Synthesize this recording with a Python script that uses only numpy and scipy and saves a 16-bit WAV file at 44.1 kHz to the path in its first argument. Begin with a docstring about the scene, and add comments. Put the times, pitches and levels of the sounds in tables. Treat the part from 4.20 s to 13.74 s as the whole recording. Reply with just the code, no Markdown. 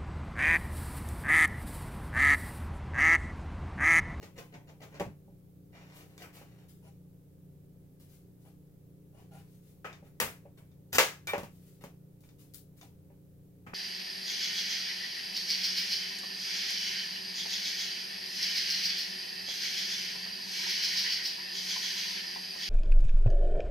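"""An open steel computer case in a small, quiet room, on a close pair of microphones, hands a little left.
First a screw rasps round in six twists and the expansion card knocks. Fingers then rub on its bracket
and plastic shroud. Near 7 s the card slides from its slot, the case clanks, the bracket scrapes and the
card knocks on its way out; plastic clacks come last. Each contact rings the part and the room, and a
longer, softer one loses treble. A fan hums low throughout, over moving air and microphone hiss."""
import sys
import numpy as np
from scipy import signal
from scipy.fft import rfft, irfft
from scipy.io import wavfile
from scipy.ndimage import uniform_filter1d

SR = 44100
rng = np.random.default_rng(int(sys.argv[2]) if len(sys.argv) > 2 else 0)


def store_pcm(level_fs):
    """Save levels as 16-bit WAV."""
    pcm = np.round(np.clip(level_fs, -1, 1) * 32767).astype(np.int16)
    wavfile.write(sys.argv[1], SR, np.atleast_2d(pcm).T)


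N = 420713

# blows on steel case, card and plastic parts: (time [s], level [dB], contact time [ms], extra thud [dB])
CASE_BLOWS = [(6.0005, -41, 0.025, -2), (6.014, -41, 0.55, 8), (6.783, -28.5, 0.16, -6),
              (6.7905, -42, 0.055, 5.5)]
CARD_KNOCKS = [(0.7975, -41.5, 0.15, 0), (0.8055, -38, 0.76, 5.5), (0.862, -56.5, 0.89, 22),
               (1.079, -56, 2.8, 4), (2.213, -60, .5, 9), (5.824, -60.5, 1.6, 9), (6.252, -56, 1.3, -8),
               (7.1335, -33, 0.35, -9), (7.1795, -44.5, 0.11, 7), (7.232, -51.5, 0.1, 11.5),
               (7.638, -52, 0.098, 8), (8.9, -66.5, 0.79, 4)]
PLASTIC_CLACKS = [(2.035, -55.5, 0.25, -6), (5.6445, -43, 0.1, -12), (9.464, -53, 0.044, 12.5),
                  (9.533, -42.5, 0.33, 16)]
# taps on the card's metal bracket: (time [s], level [dB], contact time [ms])
BRACKET_TAPS = [(1.978, -62.5, .03), (2.168, -69, .05), (5.728, -62, 0.16), (6.515, -82, .1),
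                (7.071, -48, 0.049), (8.036, -72, 0.29), (8.089, -73, .12), (8.612, -63, 0.097)]
# thin ticks under the fingers: (time [s], level [dB])
TICKS = [(2.484, -80), (8.006, -78), (8.337, -65), (8.344, -57.5), (8.381, -69.5)]
# screw twists, rubs on case and shroud: (time [s], length [s], level [dB], contact time [ms])
SCREW_TWISTS = [(0.008, 0.038, -56.5, 0.16), (0.153, 0.045, -54, 0.15), (0.319, 0.035, -57.5, 0.25),
                (0.467, 0.04, -63.5, 0.19), (0.598, .044, -57, 0.17), (0.712, .068, -58.5, 0.22)]
CASE_RUBS = [(1.52, 0.12, -61, 0.21), (1.65, 0.19, -62.5, 0.15), (1.88, 0.13, -73, 0.063),
             (1.99, 0.043, -55, 0.11), (2.125, 0.11, -62.5, 0.14), (2.23, 0.22, -72, 0.14),
             (5.83, 0.046, -73, 0.048), (6.368, .018, -67.5, .04), (7.605, 0.018, -65.5, .05)]
SHROUD_RUBS = [(2.62, 0.065, -64, 0.13), (4.24, 0.045, -67, 0.058), (4.925, 0.11, -65.5, 0.12),
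               (5.105, 0.1, -60, 0.11), (8.607, .025, -64, .06)]
# connector leaving its slot, bracket dragging, skin brushing: (time [s], length [s], level [dB])
SLOT_SLIDE = [(6.721, 0.048, -37.5)]
BRACKET_SCRAPE = [(7.072, 0.025, -42.5)]
SWISHES = [(1.735, 0.048, -70), (2.125, 0.038, -70), (2.478, 0.021, -74), (3.79, 0.032, -74.5),
           (3.87, 0.081, -76), (4.2, 0.03, -83.5), (5.24, 0.13, -81), (5.41, 0.11, -79), (7.28, 0.27, -78),
           (8.0, 0.056, -80.5), (8.175, 0.044, -73), (8.56, 0.022, -77)]
# ringing modes of each part: (frequency [Hz], level [dB], t60 [s])
CASE_MODES = [(444, -11, .26), (480, -17, 0.18), (521.4, -3.5, .2), (913, -9.5, .2), (1199, -10, .15),
              (1664, -16, 0.34), (1778, -9.5, 0.067), (2050, -13, 0.28), (2420, -16.5, 0.086),
              (2710, -9.5, 0.14), (2994, -12, .2), (3760, -7, .24), (4810, -11, .2), (6600, -13.5, 0.18),
              (6760, -13, 0.25)]
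CARD_MODES = [(107.5, -19.5, .2), (183.3, -13, .18), (403, -8.5, .14), (478, -6.5, .12), (570, -1.5, 0.15),
              (811, -7, 0.11), (940, -8, 0.14), (1124, -13.5, 0.23)]
SLOT_MODES = [(2100, -16, .05), (3782, -14, .1), (5030, -10, .1), (8350, -5, .12), (13400, -5, .1),
              (14070, -1, .13)]
BRACKET_MODES = [(1500, -10, .06), (2342, -2, .13), (3620, 1, .13), (4670, -12, .08), (6650, -6, .06),
                 (10100, -12, .06)]
PLASTIC_MODES = [(517, -7.5, 0.14), (810, -9, 0.21), (1190, -7.5, 0.16), (1280, 0, 0.2), (1480, -3.5, .18),
                 (1522, -7, 0.093), (2460, -13.5, 0.26), (2560, -19, 0.094)]
PANEL_MODES = [(451.2, -13.5, 0.073), (735, -11.5, 0.017), (1928, -0.5, 0.021), (2850, -6, 0.056),
               (3110, -18, 0.054), (2292, -8.5, 0.026), (3680, -7, .07), (4157, -5.5, 0.051),
               (4390, -4, .05), (4775, -7, 0.033), (5550, -5.5, 0.046), (7070, -10, 0.062)]
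SHROUD_MODES = [(647, -1.5, 0.081), (800, -3.5, .12), (988, -8, 0.086), (1404, -6, 0.077),
                (2900, -4, 0.082), (7200, -15, .06), (9840, 8, 0.055)]
# edges of the thud, body, clack, click and tick bands: (frequency [Hz])
BAND_EDGES = [70, 300, 1000, 3200, 8000, 15800]
# tone of each kind of contact: (thud [dB], body [dB], clack [dB], click [dB], tick [dB])
CASE_TONE = (-13, 1.5, 7, 4.5, 6)
CARD_TONE = (-8.5, 1.5, -4.5, -9.5, -7)
SLIDE_TONE = (-8, -6, 0, 1, -1)
BRACKET_TONE = (-16.5, -4.5, -0.5, 2.5, -4)
SCRAPE_TONE = (-20, -9.5, 5, -5.5, -10)
PLASTIC_TONE = (-13, -4.5, 0.5, -16, -19.5)
SCREW_TONE = (-1.5, 1.5, -1.5, -6.5, -1)
RUB_TONE = (-13, -1, 0, -4, -3.5)
SHROUD_TONE = (-13, -0.5, -6.5, -10.5, -4)
SWISH_TONE = (-17, -12.5, -2, 2.5, 6)
TICK_TONE = (-30, -37, -12, -0.5, 3.5)
# fan hum: (harmonic [multiple of the shaft rate], level [dB])
FAN_HARMONICS = [(3, -66.5), (4, -65), (5, -60.5), (6, -60), (9, -76), (10, -69), (13, -76), (14, -75.5),
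                 (16, -81.5), (18, -79.5)]
# moving air and microphone hiss: (frequency [Hz], level [dB per Hz])
AIR_SPECTRUM = [(20, -88.5), (50, -88.5), (85, -83.5), (150, -84.5), (230, -89.5), (320, -92.5), (480, -94),
                (640, -103), (1000, -113), (2000, -117.5), (5000, -120), (8500, -119), (13000, -113.5),
                (16000, -113.5)]

RING_SAMPLES = 32768
LEFT_RIGHT = np.array([[1], [-1]])


def case_clanks():
    """The steel case rings when struck, loudest as the card snaps free."""
    return blows(CASE_BLOWS, CASE_TONE, CASE_MODES, crack_db=4, ring_db=-7.5, t60=.28)


def card_knocks():
    """The card bumps on its way out; its low modes make a duller knock."""
    return blows(CARD_KNOCKS, CARD_TONE, CARD_MODES, crack_db=3, ring_db=-6.5, t60=.24)


def slot_slide():
    """The edge connector leaves its slot in a burst of very uneven slips."""
    return strokes(SLOT_SLIDE, SLIDE_TONE, SLOT_MODES, ring_db=-4.5, t60=.11,
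                   slips_per_s=1300, uneven_db=11, hiss=.12, swell=.14)


def bracket():
    """The metal bracket rings under light taps and drags once along the case."""
    taps = blows(BRACKET_TAPS, BRACKET_TONE, BRACKET_MODES, crack_db=4, ring_db=-6, t60=.25)
    scrape = strokes(BRACKET_SCRAPE, SCRAPE_TONE, BRACKET_MODES, ring_db=5, t60=.26,
                     slips_per_s=2200, uneven_db=4, hiss=.14, swell=.1)
    return taps + scrape


def plastic_clacks():
    """The card's plastic parts ring hollow, with little crack."""
    return blows(PLASTIC_CLACKS, PLASTIC_TONE, PLASTIC_MODES, crack_db=-7.5, ring_db=-11, t60=.33)


def screw(catch_share=.55, catch_db=-5):
    """Each twist rasps in the thread, which catches once partway and taps the bracket."""
    rasps = strokes(SCREW_TWISTS, SCREW_TONE, PANEL_MODES, ring_db=0, t60=.32,
                    slips_per_s=500, uneven_db=7, hiss=.066, swell=.18)
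    catches = [(time + catch_share * length, db + catch_db, contact_ms)
               for time, length, db, contact_ms in SCREW_TWISTS]
    return rasps + blows(catches, BRACKET_TONE, BRACKET_MODES, crack_db=-1, ring_db=-18, t60=.23)


def finger_rubs():
    """Fingers and card rub the case; skin drags on the hollow shroud and brushes metal and plastic."""
    case = strokes(CASE_RUBS, RUB_TONE, PANEL_MODES, ring_db=-1, t60=.3,
                   slips_per_s=380, uneven_db=6, hiss=.09, swell=.16)
    shroud = strokes(SHROUD_RUBS, SHROUD_TONE, SHROUD_MODES, ring_db=-3, t60=.33,
                     slips_per_s=230, uneven_db=-1, hiss=.048, swell=.25)
    swishes = strokes(SWISHES, SWISH_TONE, PANEL_MODES, ring_db=-11, t60=.43,
                      slips_per_s=300, uneven_db=7, hiss=.13, swell=.1)
    return case + shroud + swishes


def finger_ticks(extra_left_db=3):
    """Instant contacts too light to move anything but the treble, heard further left."""
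    rows = [(time, db, 0) for time, db in TICKS]
    sound = blows(rows, TICK_TONE, PANEL_MODES, crack_db=4, ring_db=-8, t60=.24)
    return sound * amp(LEFT_RIGHT * extra_left_db / 2)


def blows(rows, tone, modes, crack_db, ring_db, t60, crack_fall_db_per_ms=10):
    """Single impacts on one part; the longer the contact, the weaker the opening crack."""
    out = np.zeros((2, N))
    for time, db, contact_ms, *thud_db in rows:
        sound = response(modes, crack_db - crack_fall_db_per_ms * contact_ms, ring_db, t60)
        levels_db = contact_levels(tone, db, contact_ms, *thud_db)
        add(out, time, voiced(sound, levels_db, seconds=.04))
    return out


def strokes(rows, tone, modes, ring_db, t60, slips_per_s, uneven_db, hiss, swell, grip_s=.005):
    """Sliding contact: a hail of tiny slips over a smooth hiss drives the part while the hand moves."""
    out = np.zeros((2, N))
    for time, length, *contact in rows:
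        size = int(length * SR)
        slipping = rng.random(size) < slips_per_s / SR
        direction, strength, grain = rng.standard_normal((3, size))
        slips = slipping * np.sign(direction) * amp(uneven_db * np.clip(strength, -2, 2))
        pressure = np.sin(np.pi * (np.arange(size) + .5) / size) ** swell
        grip = 1 - np.exp(-np.arange(size) / SR / grip_s)
        force = (slips + hiss * grain) * pressure * grip
        part = response(modes, crack_db=-1.5, ring_db=ring_db, t60=t60)
        sound = signal.fftconvolve([force], part)[:, :RING_SAMPLES]
        add(out, time, voiced(sound, contact_levels(tone, *contact), size / SR))
    return out


def response(modes, crack_db, ring_db, t60, crack_t60=.014):
    """One contact sets off a crack, the part's modes, and case and room reflections lasting t60 seconds."""
    t = np.arange(RING_SAMPLES) / SR
    fade = lambda seconds: np.exp(-np.log(1000) * t / seconds)
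    rise = lambda seconds: 1 - np.exp(-t / seconds)
    crack = amp(crack_db + 9.5) * rng.standard_normal(RING_SAMPLES) * fade(crack_t60)
    reflections = diffuse(RING_SAMPLES, apart_hz=3000, bass_spread=.22) * fade(t60) * rise(.003)
    ring = 0
    for hz, db, decay in modes:
        # the shorter the wave, the more its phase differs between the microphones
        phase = rng.uniform(0, 2 * np.pi) + min(hz / 2500, 1) * rng.standard_normal((2, 1))
        ring = ring + amp(db + ring_db) * fade(decay) * np.sin(2 * np.pi * hz * t + phase)
    return rise(.0008) * (crack + ring) + reflections


def contact_levels(tone, level_db, contact_ms=0, thud_db=0):
    """Band levels: the tone falls 12 dB an octave above one over the contact time."""
    centres_khz = np.sqrt(np.multiply(BAND_EDGES[:-1], BAND_EDGES[1:])) / 1000
    softness_db = 10 * np.log10(1 + (centres_khz * contact_ms) ** 4)
    thud, *rest = np.array(tone) + level_db - softness_db
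    return [thud + thud_db] + rest


def voiced(x, levels_db, seconds):
    """Strength and hardness of a contact: a filter steers each band's opening seconds to its level."""
    hz = np.fft.rfftfreq(RING_SAMPLES, 1 / SR)
    size = int(seconds * SR)
    opening = rfft(x[:, :size], RING_SAMPLES)
    power = np.mean(np.abs(opening) ** 2, axis=0) * 2 / (size * RING_SAMPLES)
    points = []
    for lo, hi, db in zip(BAND_EDGES, BAND_EDGES[1:], levels_db):
        lift_db = db - 10 * np.log10(power[(hz >= lo) & (hz < hi)].sum())
        points += [(lo * (hi / lo) ** share, lift_db) for share in (.2, .8)]
    points = [(12, points[0][1] - 22)] + points  # the deep bass falls away
    # minimum phase, so nothing sounds ahead of the contact
    cepstrum = irfft(np.log(colour(points, hz)))
    cepstrum[1:RING_SAMPLES // 2] *= 2
    cepstrum[RING_SAMPLES // 2 + 1:] = 0
    return irfft(rfft(x) * np.exp(rfft(cepstrum)))


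def at_microphones(x, left_db=1.25, lag_samples=7):
    """The hands work on the left: that microphone hears them first, louder and with more top."""
    panned = x * amp(LEFT_RIGHT * left_db / 2)
    tilt = colour([(200, -1.16), (5000, 1.0), (8000, -0.7), (12000, 3.0)], np.fft.rfftfreq(N, 1 / SR))
    left, right = irfft(rfft(panned) * tilt ** LEFT_RIGHT, N)
    return np.array([left, np.pad(right, (lag_samples, 0))[:N]])


def fan(shaft_hz=29.62, wander_hz=.12, waver_db=2, drift_rad=.43):
    """One soft throb per shaft turn; harmonics waver and drift apart, so the flutter comes and goes."""
    turn = 2 * np.pi * np.cumsum(shaft_hz + wander_hz * walk(1.7, N)) / SR
    hum = 0
    for multiple, db in FAN_HARMONICS:
        quiver = .25 * walk(14, N)
        phase = multiple * turn + drift_rad * walk(2.6, N) + quiver
        gain = np.sqrt(2) * amp(db + waver_db * walk(9, N))
        hum = hum + gain * np.sin(phase + .9 * rng.standard_normal())
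    return hum * amp(LEFT_RIGHT * .15 - 1)


def air():
    """Room tone: a low rush of air under faint microphone hiss."""
    gain = colour(AIR_SPECTRUM, np.fft.rfftfreq(N, 1 / SR)) * np.sqrt(SR / 2)
    return irfft(rfft(diffuse(N, apart_hz=2300, bass_spread=.48)) * gain, N)


def diffuse(size, apart_hz, bass_spread):
    """White noise at two close microphones: alike in the bass, unrelated in the treble."""
    mid, side = rfft(rng.standard_normal((2, size)))
    spread = np.clip(bass_spread + np.fft.rfftfreq(size, 1 / SR) / apart_hz, 0, 1)
    return irfft((mid + LEFT_RIGHT * spread * side) / np.sqrt(1 + spread ** 2), size)


def walk(rate_hz, size):
    """Smooth random drift with a spread near 1."""
    hold = int(SR / rate_hz)
    steps = np.repeat(rng.standard_normal(size // hold + 1), hold)
    return np.sqrt(2) * uniform_filter1d(uniform_filter1d(steps, hold), hold)[:size]


def colour(points, hz):
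    """Gain at hz from (frequency [Hz], level [dB]) points joined on a log axis."""
    at, db = np.transpose(points)
    return amp(np.interp(np.log(hz + 1), np.log(at), db))


def amp(db):
    """Decibels to gain."""
    return 10 ** (np.asarray(db) / 20)


def add(out, time, x):
    """Mixes a sound in at a time in seconds."""
    start = int(time * SR)
    out[:, start:start + RING_SAMPLES] += x[:, :N - start]


def scene():
    """All the handling, as the microphones hear it, over the hum of the room."""
    parts = case_clanks() + card_knocks() + slot_slide() + bracket() + plastic_clacks()
    fingers = screw() + finger_rubs() + finger_ticks()
    return at_microphones(parts + fingers) + fan() + air()


def record(dry):
    """The recorder cuts the top steeply above 15850 Hz."""
    return signal.sosfilt(signal.ellip(10, .1, 80, 15850, fs=SR, output="sos"), dry)


dry = scene()
out = record(dry)
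store_pcm(out)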